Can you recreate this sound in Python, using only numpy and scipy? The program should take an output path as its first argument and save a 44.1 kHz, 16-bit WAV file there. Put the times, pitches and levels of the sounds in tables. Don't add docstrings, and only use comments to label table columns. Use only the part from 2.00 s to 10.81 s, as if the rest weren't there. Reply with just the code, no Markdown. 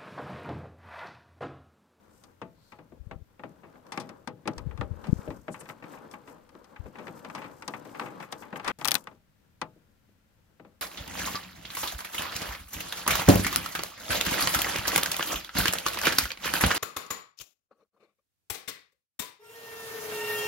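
import sys
import numpy as np
from scipy import signal
from scipy.fft import rfft, irfft, next_fast_len
from scipy.io import wavfile
from scipy.ndimage import uniform_filter1d, map_coordinates

SR = 44100
rng = np.random.default_rng(int(sys.argv[2]) if len(sys.argv) > 2 else 0)


def wrap_up_sound(samples):
    columns = np.atleast_2d(samples).T
    tamed = np.clip(columns, -1, 1)
    steps = np.round(tamed * 32767).astype(np.int16)
    wavfile.write(sys.argv[1], SR, steps)


def invert_db(level):
    return 10 ** (np.asarray(level, dtype=float) / 20)


N = 388521


def unit(x):
    return x / np.sqrt(np.mean(x ** 2) + 1e-20)


def along(points, hz):
    point_hz, value = np.transpose(points)
    return np.interp(np.log(hz + 1), np.log(point_hz + 1), value, left=value[0], right=value[-1])


def wobble(knots_per_s):
    knots = rng.standard_normal(int(N * knots_per_s / SR) + 4)
    return map_coordinates(knots, [np.arange(N) * knots_per_s / SR])


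def swells(rows):
    t = np.arange(N) / SR
    return sum(invert_db(db) * np.exp(-((t - s) / half_s) ** 2) for s, db, half_s in rows)


# frequency in Hz, left-right likeness 0 to 1.
ALIKE = [(60, 0.35), (130, 0.93), (290, 0.3), (640, .15), (1400, 0.041), (15000, .01)]


def rush(spectrum, grit_db=0, alike=ALIKE):
    size = next_fast_len(N)
    hz = np.fft.rfftfreq(size, 1 / SR)
    pair = rng.standard_normal((2, N)) * invert_db(grit_db * wobble(180))
    turn = np.arccos(np.clip(along(alike, hz), 0, 1)) / 2
    inside = (hz >= spectrum[0][0] / 2) & (hz <= spectrum[-1][0] * 2)
    shape = inside * invert_db(along(spectrum, hz)) * [np.cos(turn), np.sin(turn)]
    mid, side = irfft(rfft(pair, size) * shape, size)[:, :N]
    return unit(np.array([mid + side, mid - side]))


# frequency in Hz, relative density in dB per Hz.
ROOM = [(12, -36.5), (20, -5.5), (27, -15.5), (96, -6), (121, -11.5), (206, -12.5), (393, -25.5),
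        (1140, -31.5), (1320, -29), (1430, -26.5), (9950, -41.5), (13900, -37.5), (16500, -37.5)]
# frequency in Hz, level in dB before the port balance.
HUM = [(91.5, -84), (204.6, -81), (1362, -89)]


def room():
    t = np.arange(N) / SR
    tones = sum(invert_db(db + 3 + 1.5 * wobble(4.2)) * np.sin(2 * np.pi * hz * t) for hz, db in HUM)
    air = invert_db(-64.5 + 0.48 * wobble(19)) * rush(ROOM)
    return (air + tones) * invert_db([[1.4], [-1.4]])


def ticks(count, t60_s):
    when, size = rng.random((2, count))
    spikes = np.bincount((when * N).astype(int), invert_db(-9 * np.log(1 - size) / 2), N)
    decay = invert_db(-60 * np.arange(SR // 10) / SR / t60_s)
    return signal.fftconvolve(spikes, decay)[:N]


# time in seconds, effort as box rumble in dB.
TURN = [(0.0, -60.5), (0.22, -64), (0.78, -66), (1.2, -72.5), (1.44, -62), (1.7, -59.5), (2.11, -57),
        (2.35, -70), (2.53, -53.5), (2.9, -54.5), (3.21, -49.5), (3.51, -60.5), (3.9, -48.5), (4.55, -58.5),
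        (5.05, -49), (5.69, -51), (5.86, -46), (6.5, -51.5), (6.7, -44), (6.8, -51.5), (6.89, -59),
        (7.09, -56.5), (7.25, -79), (7.75, -73.5), (8.14, -76.5), (8.81, -73.5)]
# centre in seconds, hiss level in dB, half length in seconds.
SLIDE = [(0.2, -73, 0.074), (0.68, -73, 0.063), (1.93, -70, 0.0075), (1.99, -64, 0.046),
         (2.485, -63, 0.012), (2.58, -84, 0.029), (2.82, -85, 0.03), (3.25, -67, 0.18), (3.54, -65, 0.032),
         (3.62, -62, 0.038), (3.7, -56, 0.024), (3.93, -64, 0.042), (4.13, -63, 0.02), (4.3, -63.5, 0.029),
         (4.88, -70, 0.019), (5.07, -66.5, 0.062), (5.19, -62, 0.03), (5.39, -64.5, 0.078),
         (5.58, -66.5, 0.058), (5.74, -60, 0.049), (5.89, -64, 0.042), (6.02, -60, 0.078),
         (6.24, -59.5, 0.028), (6.325, -48, 0.0063), (6.41, -57, 0.038), (6.57, -50, 0.011),
         (6.685, -54, 0.032), (6.81, -55, 0.025), (6.865, -51, 0.014), (6.93, -51.5, 0.013),
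         (6.975, -55, 0.045)]
# frequency in Hz, relative density in dB per Hz.
RUMBLE = [(80, -35.5), (160, -1.5), (290, 1.5), (400, -3.5), (510, 1.5), (690, -8.5), (835, -4.5),
          (1000, -5), (1600, -11.5), (2500, -43)]
SCRAPE = [(500, -20), (900, -3), (1300, -3), (1800, -3), (3000, -9), (4500, -13), (7000, -30)]
HISS = [(3000, -19), (5000, 0), (8500, 0.5), (10500, -8), (13500, 1), (16000, -15.5)]
# frequency in Hz, left-right likeness 0 to 1.
NEAR = [(100, 0.67), (300, .9), (1000, 0.6), (4000, 0.73), (15000, 0.11)]


def turning():
    time_s, effort = np.transpose(TURN)
    effort_db = np.interp(np.arange(N) / SR, time_s, effort)
    scrape_db = effort_db - 14
    slips, left = wobble(22), np.array([[1], [-1]])
    rumble = invert_db(effort_db + 3.1 * slips + 3.2 * left) * rush(RUMBLE, grit_db=1.5)
    pressed = np.clip((scrape_db + 69) / 9, 0, 1)
    grain = 1 + 0.4 * pressed * ticks(count=600, t60_s=0.02)
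    scrape = invert_db(scrape_db + 1.1 * slips + 1.1 * left) * grain * rush(SCRAPE, grit_db=3.0, alike=NEAR)
    sliding = invert_db(-73.5 + 0.55 * (effort_db + 52.5)) + swells(SLIDE)
    hiss = sliding * invert_db(1.2 * slips + 2.4 * left) * rush(HISS, grit_db=3.0)
    return rumble + scrape + hiss


# centre in seconds, level in dB, pitch in Hz, resonance half width in Hz, half length in seconds.
SKIDS = [(0.176, -72, 8300, 1820, 0.072), (.67, -70, 4230, 700, 0.11), (3.149, -63.5, 6200, 2500, 0.078),
         (3.531, -49, 8100, 1800, 0.014), (3.607, -44.5, 8500, 1180, 0.0085),
         (6.692, -30.5, 1340, 880, 0.038), (7.008, -54, 12000, 3970, 0.0018),
         (7.042, -51.5, 9050, 5000, 0.0017), (7.151, -69.5, 4490, 2500, .002),
         (2.536, -56, 4940, 1800, .003), (6.789, -45, 7000, 7000, 0.0018), (6.826, -52, 7500, 2500, 0.0018),
         (5.463, -70, 4400, 60, 0.021)]


def skids_and_ticks():
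    half = SR // 8
    t, f = np.arange(-half, half) / SR, np.fft.rfftfreq(half * 2, 1 / SR)
    out = np.zeros((2, N))
    for s, db, hz, width_hz, half_s in SKIDS:
        resonance = 1 / (1 + ((f - hz) / width_hz) ** 2)
        noise = unit(irfft(rfft(rng.standard_normal((2, len(t)))) * resonance))
        swell = np.exp(-(t / half_s) ** 2)
        out[:, round(s * SR) - half:][:, :len(t)] += invert_db(db + np.array([[3], [-3]])) * swell * noise
    return out


# band centre in Hz, level in dB, t60 in seconds at length factor 1.
BANDS = [(147, -4, 0.58), (256.8, 3, 0.33), (487, 1, 0.27), (1015, -7.5, 0.16), (1990, -3.5, 0.11),
         (3130, -10.5, 0.11), (4440, -1, 0.05), (7500, -2.5, 0.016), (12000, -8, 0.048)]
# frequency in Hz, level in dB, t60 in seconds at length factor 1.
BOX = [(162, -4.5, 0.42), (266.4, -2, 0.1985), (498.2, 1, 0.25), (632, -5.5, 0.25), (836.6, -8, 0.2),
       (1153, -10.5, 0.096), (1534, -11.5, 0.056), (1945, -12.5, .06)]
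BAR = [(2750, -12, .04), (3470, -14, .035), (4700, -14, .03), (5800, -14, .025), (8850, -17, .02)]
# multiple of its pitch, level in dB, t60 in seconds at length factor 1.
SHAFT = [(1.001, -8.5, 0.0704), (1.9, -6, .045), (2.76, -24.5, 0.03)]
# frequency in Hz, t60 in seconds.
ECHO = [(300, .35), (2000, 0.086), (10000, 0.088)]
LAG_SAMPLES = 28


def contacts(table, attack_s, crack_db, crack_t60_s, crack_cycles, ring_db, air_db, left_db, shade_db):
    hz, level, t60_s = np.transpose(BANDS)
    noise = np.array([rush([(f / 2, -30), (f / 1.333, 0), (f * 1.254, 0), (f * 2, -30)], alike=NEAR) for f in hz])
    noise[hz > 1500, 1] = np.roll(noise[hz > 1500, 1], LAG_SAMPLES, axis=-1)
    noise = np.pad(noise, ((0, 0), (0, 0), (0, SR)))
    out, t = np.zeros((2, N + SR)), np.arange(SR // 4) / SR

    def side(f):
        return invert_db(np.multiply.outer([0.5, -0.5], left_db + shade_db * f / 10000))

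    for s, db, knock_db, bright_db, pitch_hz, length in table:
        def tilt(f):
            tone = [(450, knock_db), (800, 0.0036), (3000, 0), (5000, bright_db), (8000, bright_db),
                    (12000, bright_db + air_db)]
            return along(tone, f) + 7 * np.exp(-(np.log(f / pitch_hz) / 0.51) ** 2)

        modes = BOX + BAR + [(pitch_hz * ratio, shaft_db, shaft_t60) for ratio, shaft_db, shaft_t60 in SHAFT]
        mode_hz, mode_db, mode_t60_s = np.transpose(modes)[..., None]
        at = slice(round(s * SR), round(s * SR) + len(t))
        slow = np.clip(length, 0.1, 3)
        rise = 1 - np.exp(-t / (attack_s * slow + 1.2 / hz[:, None]))
        body = invert_db(-60 * t / (t60_s[:, None] * slow))
        crack = invert_db(crack_db - 60 * t / ((crack_t60_s + crack_cycles / hz[:, None]) * slow))
        echo = invert_db(-22.5 - 60 * t / along(ECHO, hz)[:, None])
        envelope = invert_db(level + tilt(hz))[:, None] * rise * (body + crack + echo)
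        sound = np.einsum("cb,bt,bct->ct", side(hz), envelope, noise[:, :, at])
        draw = rng.standard_normal((3, 2, len(modes), 1))
        mode_level = ring_db + mode_db + tilt(mode_hz) + 1.9 * draw[0]
        strength = side(mode_hz) * invert_db(mode_level - 60 * t / (mode_t60_s * slow))
        phase = 3 * draw[1, 1] + 0.56 * draw[2]
        swing = np.sin(2 * np.pi * mode_hz * (1 + 0.025 * draw[1, 0]) * t + phase)
        sound += (strength * swing).sum(1) * (1 - np.exp(-t / 0.0012))
        out[:, at] += invert_db(db) * sound
    return out[:, :N]


# start in seconds, level in dB, box knock in dB, brightness in dB, ring length factor.
TAPS = [(0.237, -51, -8.5, 7.5, 1.4), (0.416, -30.5, -5, -22.5, 1.12), (0.72, -38.5, -12, -19, 1.5),
        (0.787, -45, -3, -34, 1.26), (0.92, -50.5, 8.5, -38, 0.72), (1.111, -30.5, -6, -31, 0.86),
        (1.394, -37, -6.5, -55, 0.81), (1.435, -32.5, -3.5, -42, 1.08), (1.633, -45.5, -4, -65, 2.8),
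        (1.755, -45, -8, -41, 0.67), (1.866, -51, -9, -1, 0.91), (1.92, -31.5, -14, -3.5, 2.44),
        (1.975, -19.5, -8.5, -10, 0.56), (1.999, -40, -5, 4, 3.4), (2.091, -38, -11.5, -4, 1.07),
        (2.274, -28.5, -3.5, -5, 1.09), (2.455, -37, 2, -26, 1.2), (2.475, -21, -6.5, -5.5, 0.91),
        (2.58, -34.5, -12.5, 1.5, 1.04), (2.71, -41.5, -19, -40, 1.3), (2.775, -36, -12.5, -12.5, 0.8),
        (2.811, -23, -6, -24, 0.8), (3.04, -36, -12.5, -18.5, 2.3), (3.069, -45, 9.5, -0.5, 1.1),
        (3.276, -35.5, 9.5, -34, 0.7), (3.304, -35.5, -8, -16, 1.3), (3.481, -27, -2, -71, 0.83),
        (3.542, -35, -33.5, -33, 1.7), (3.607, -43, -6, -15, 2.7), (3.656, -42, -20, -13, 1.3),
        (3.689, -31.5, -16.5, -17, 0.59), (3.697, -32.5, -23, -20, 1.03), (3.824, -36.5, -4.5, -38, 0.89),
        (3.839, -41.5, -31, -16, 1.8), (3.934, -42, -14, -37, 1.9), (3.973, -42.5, -11, -47, 1.3),
        (4.112, -49.5, -25, 7.5, 1.4), (4.138, -33.5, -17.5, -74, 1.1), (4.274, -42.5, -8.5, -17, 3),
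        (4.491, -50, -31, -2, 0.97), (4.551, -42, -0.5, -13, 0.5), (4.643, -50.5, -16, 0, 1.5),
        (4.761, -37.5, -35, -33, 1), (4.858, -42.5, 1, -48, 1.13), (4.955, -37.5, -19.5, -35, 1.16),
        (4.984, -38.5, -5.5, -17, 3.2), (5.069, -33.5, -19, -15, 0.93), (5.08, -31.5, -7, -19, 0.56),
        (5.247, -33, -12, -13, 1.3), (5.299, -33, -24, -14, 0.81), (5.349, -30.5, -12, -7.5, 2.3),
        (5.379, -36.5, -15, -31, 1.4), (5.417, -35.5, -20.5, -21, 2), (5.442, -36.5, -18.5, -32, 1.9),
        (5.622, -33, -35, -6.5, 0.99), (5.678, -25.5, -10, 0.5, 1.12), (5.737, -27, -19.5, -37, 1.27),
        (5.851, -43.5, -3, -10, 2.3), (5.946, -38, -20.5, -22, 5.7), (5.996, -21, -21, -14.5, 0.59),
        (6.011, -34.5, -8, -21, 3.8), (6.058, -38.5, -17.5, -34, 3.4), (6.201, -33, -23, -16, 1.5),
        (6.225, -35.5, -17.5, -39, 2), (6.324, -27.5, -16, 1, 1.07), (6.422, -38, -22, -26, 2.7),
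        (6.527, -31.5, -5.5, -44, 1.36), (6.558, -26.5, -25.5, -51, 0.95), (6.597, -30.5, -26, -17, 0.8),
        (6.645, -31.5, -21, -2, 1.4), (6.677, -21, -14.5, -4, 1.8), (6.794, -44.5, -19.5, -25, 2.2),
        (6.812, -30, -15, -8.5, 1.1), (7.071, -28.5, -19, -19, 0.67), (7.112, -52, -5, -19.5, 1.6),
        (7.615, -21, -14.5, -7.5, 0.89), (7.759, -70, 12.5, -19, 1.02), (8.086, -66.5, 6, -12.5, 0.92),
        (8.597, -43, -3, -40, 0.88), (8.648, -49, -4, -37.5, 1.4)]


def taps():
    tip = [(s, db, knock_db, bright_db, 880 - 12.5 * knock_db, length)
           for s, db, knock_db, bright_db, length in TAPS]
    return invert_db(-15) * contacts(tip, attack_s=0.00023, crack_db=7, crack_t60_s=0.019, crack_cycles=24,
                               air_db=-12.5, ring_db=2.5, left_db=5.0, shade_db=3.5)


# centre in seconds, level in dB, pitch in Hz, length in cycles.
THUMPS = [(1.012, -37.5, 60.5, 2.1), (1.072, -32, 77.4, 0.67), (1.163, -31.5, 72, 0.84),
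          (1.223, -38.5, 75, 1.5), (2.58, -40, 65, 1.6), (2.616, -43, 80, 1.8), (2.671, -26, 131, 3.2),
          (2.756, -34, 85, 3.1), (2.803, -27.5, 115, 4.2), (2.916, -26, 103, 1.9), (3.095, -22, 159, 4.5),
          (3.131, -8.5, 144, 1.08), (3.165, -32, 75, 2.2), (3.193, -26, 110, 0.79), (3.296, -38, 67, 3.1),
          (4.804, -30.5, 74, 1.5)]
# centre in seconds, level in dB before its wobble, half length in seconds.
FLUTTER = [(1.08, -47.5, 0.13), (2.67, -34, 0.074), (2.88, -37.5, 0.075), (3.13, -48, 0.26),
           (4.86, -49, 0.055)]


def thumps():
    out, t = np.zeros((2, N)), np.arange(-SR // 16, SR // 16) / SR
    for s, db, hz, cycles in THUMPS:
        phase = hz * t
        swing = np.cos(2 * np.pi * (phase - 0.12 * phase ** 2) + 1.74)
        push = -swing * np.exp(-(phase / (0.33 * cycles)) ** 2)
        push -= 0.53 * np.exp(-(phase / 0.13) ** 2)
        out[0, round(s * SR) + round(t[0] * SR):][:len(t)] += invert_db(db + 6.5) * push
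    low = rush([(30, -9.0), (70, 4.5), (130, -10.5), (300, -18.5)])[0]
    out[0] += swells(FLUTTER) * invert_db(4.5 * wobble(25)) * low
    return out


# start in seconds, level in dB, pitch in Hz.
RATCHET = [(6.847, -18, 3615), (6.854, -15.5, 1160), (6.876, -22, 9600), (6.884, -15.5, 4800),
           (6.909, -23, 8130), (6.917, -14, 4750), (6.9424, -18.5, 7550), (6.9528, -13.5, 3505)]


def snaps():
    snap_db, snap_hz, snap_t60_s = 8, 3200, 0.001
    out, t = np.zeros((2, N)), np.arange(SR // 100) / SR
    pulse = np.cos(2 * np.pi * snap_hz * t) * invert_db(-60 * t / snap_t60_s)
    for s, db, _ in RATCHET:
        out[0, round(s * SR):][:len(t)] += invert_db(db + snap_db) * pulse
        out[1, round(s * SR) + LAG_SAMPLES:][:len(t)] += invert_db(db + snap_db - 9.5) * pulse
    return out


def ratchet():
    knock_db, bright_db, length = -24, -3.5, 0.51
    teeth = [(s, db, knock_db, bright_db, hz, length) for s, db, hz in RATCHET]
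    pawl = contacts(teeth, attack_s=0.000079, crack_db=12.5, crack_t60_s=0.01, crack_cycles=3.7,
                    air_db=7, ring_db=-7.5, left_db=8.5, shade_db=8)
    return invert_db(-15) * pawl + snaps()


# start in seconds, end in seconds.
CUT = (6.718, 6.787)


def scene():
    t = np.arange(N) / SR
    heard = uniform_filter1d(((t < CUT[0]) | (t > CUT[1])) * 1.0, size=60)
    work = turning() + skids_and_ticks() + taps() + ratchet()
    return room() + work * heard + thumps()


def band_limit(x):
    return signal.sosfilt(signal.butter(12, 17020, fs=SR, output="sos"), x)


# frequency in Hz, gain in dB.
TOP = [(15500, -1.5), (15900, -13), (16700, -20.5), (17000, -71.5)]


def record(dry):
    gain = invert_db(along(TOP, np.fft.rfftfreq(N, 1 / SR)))
    limited = irfft(rfft(dry) * gain, N)
    return band_limit(limited)


dry = scene()
out = record(dry)
wrap_up_sound(out)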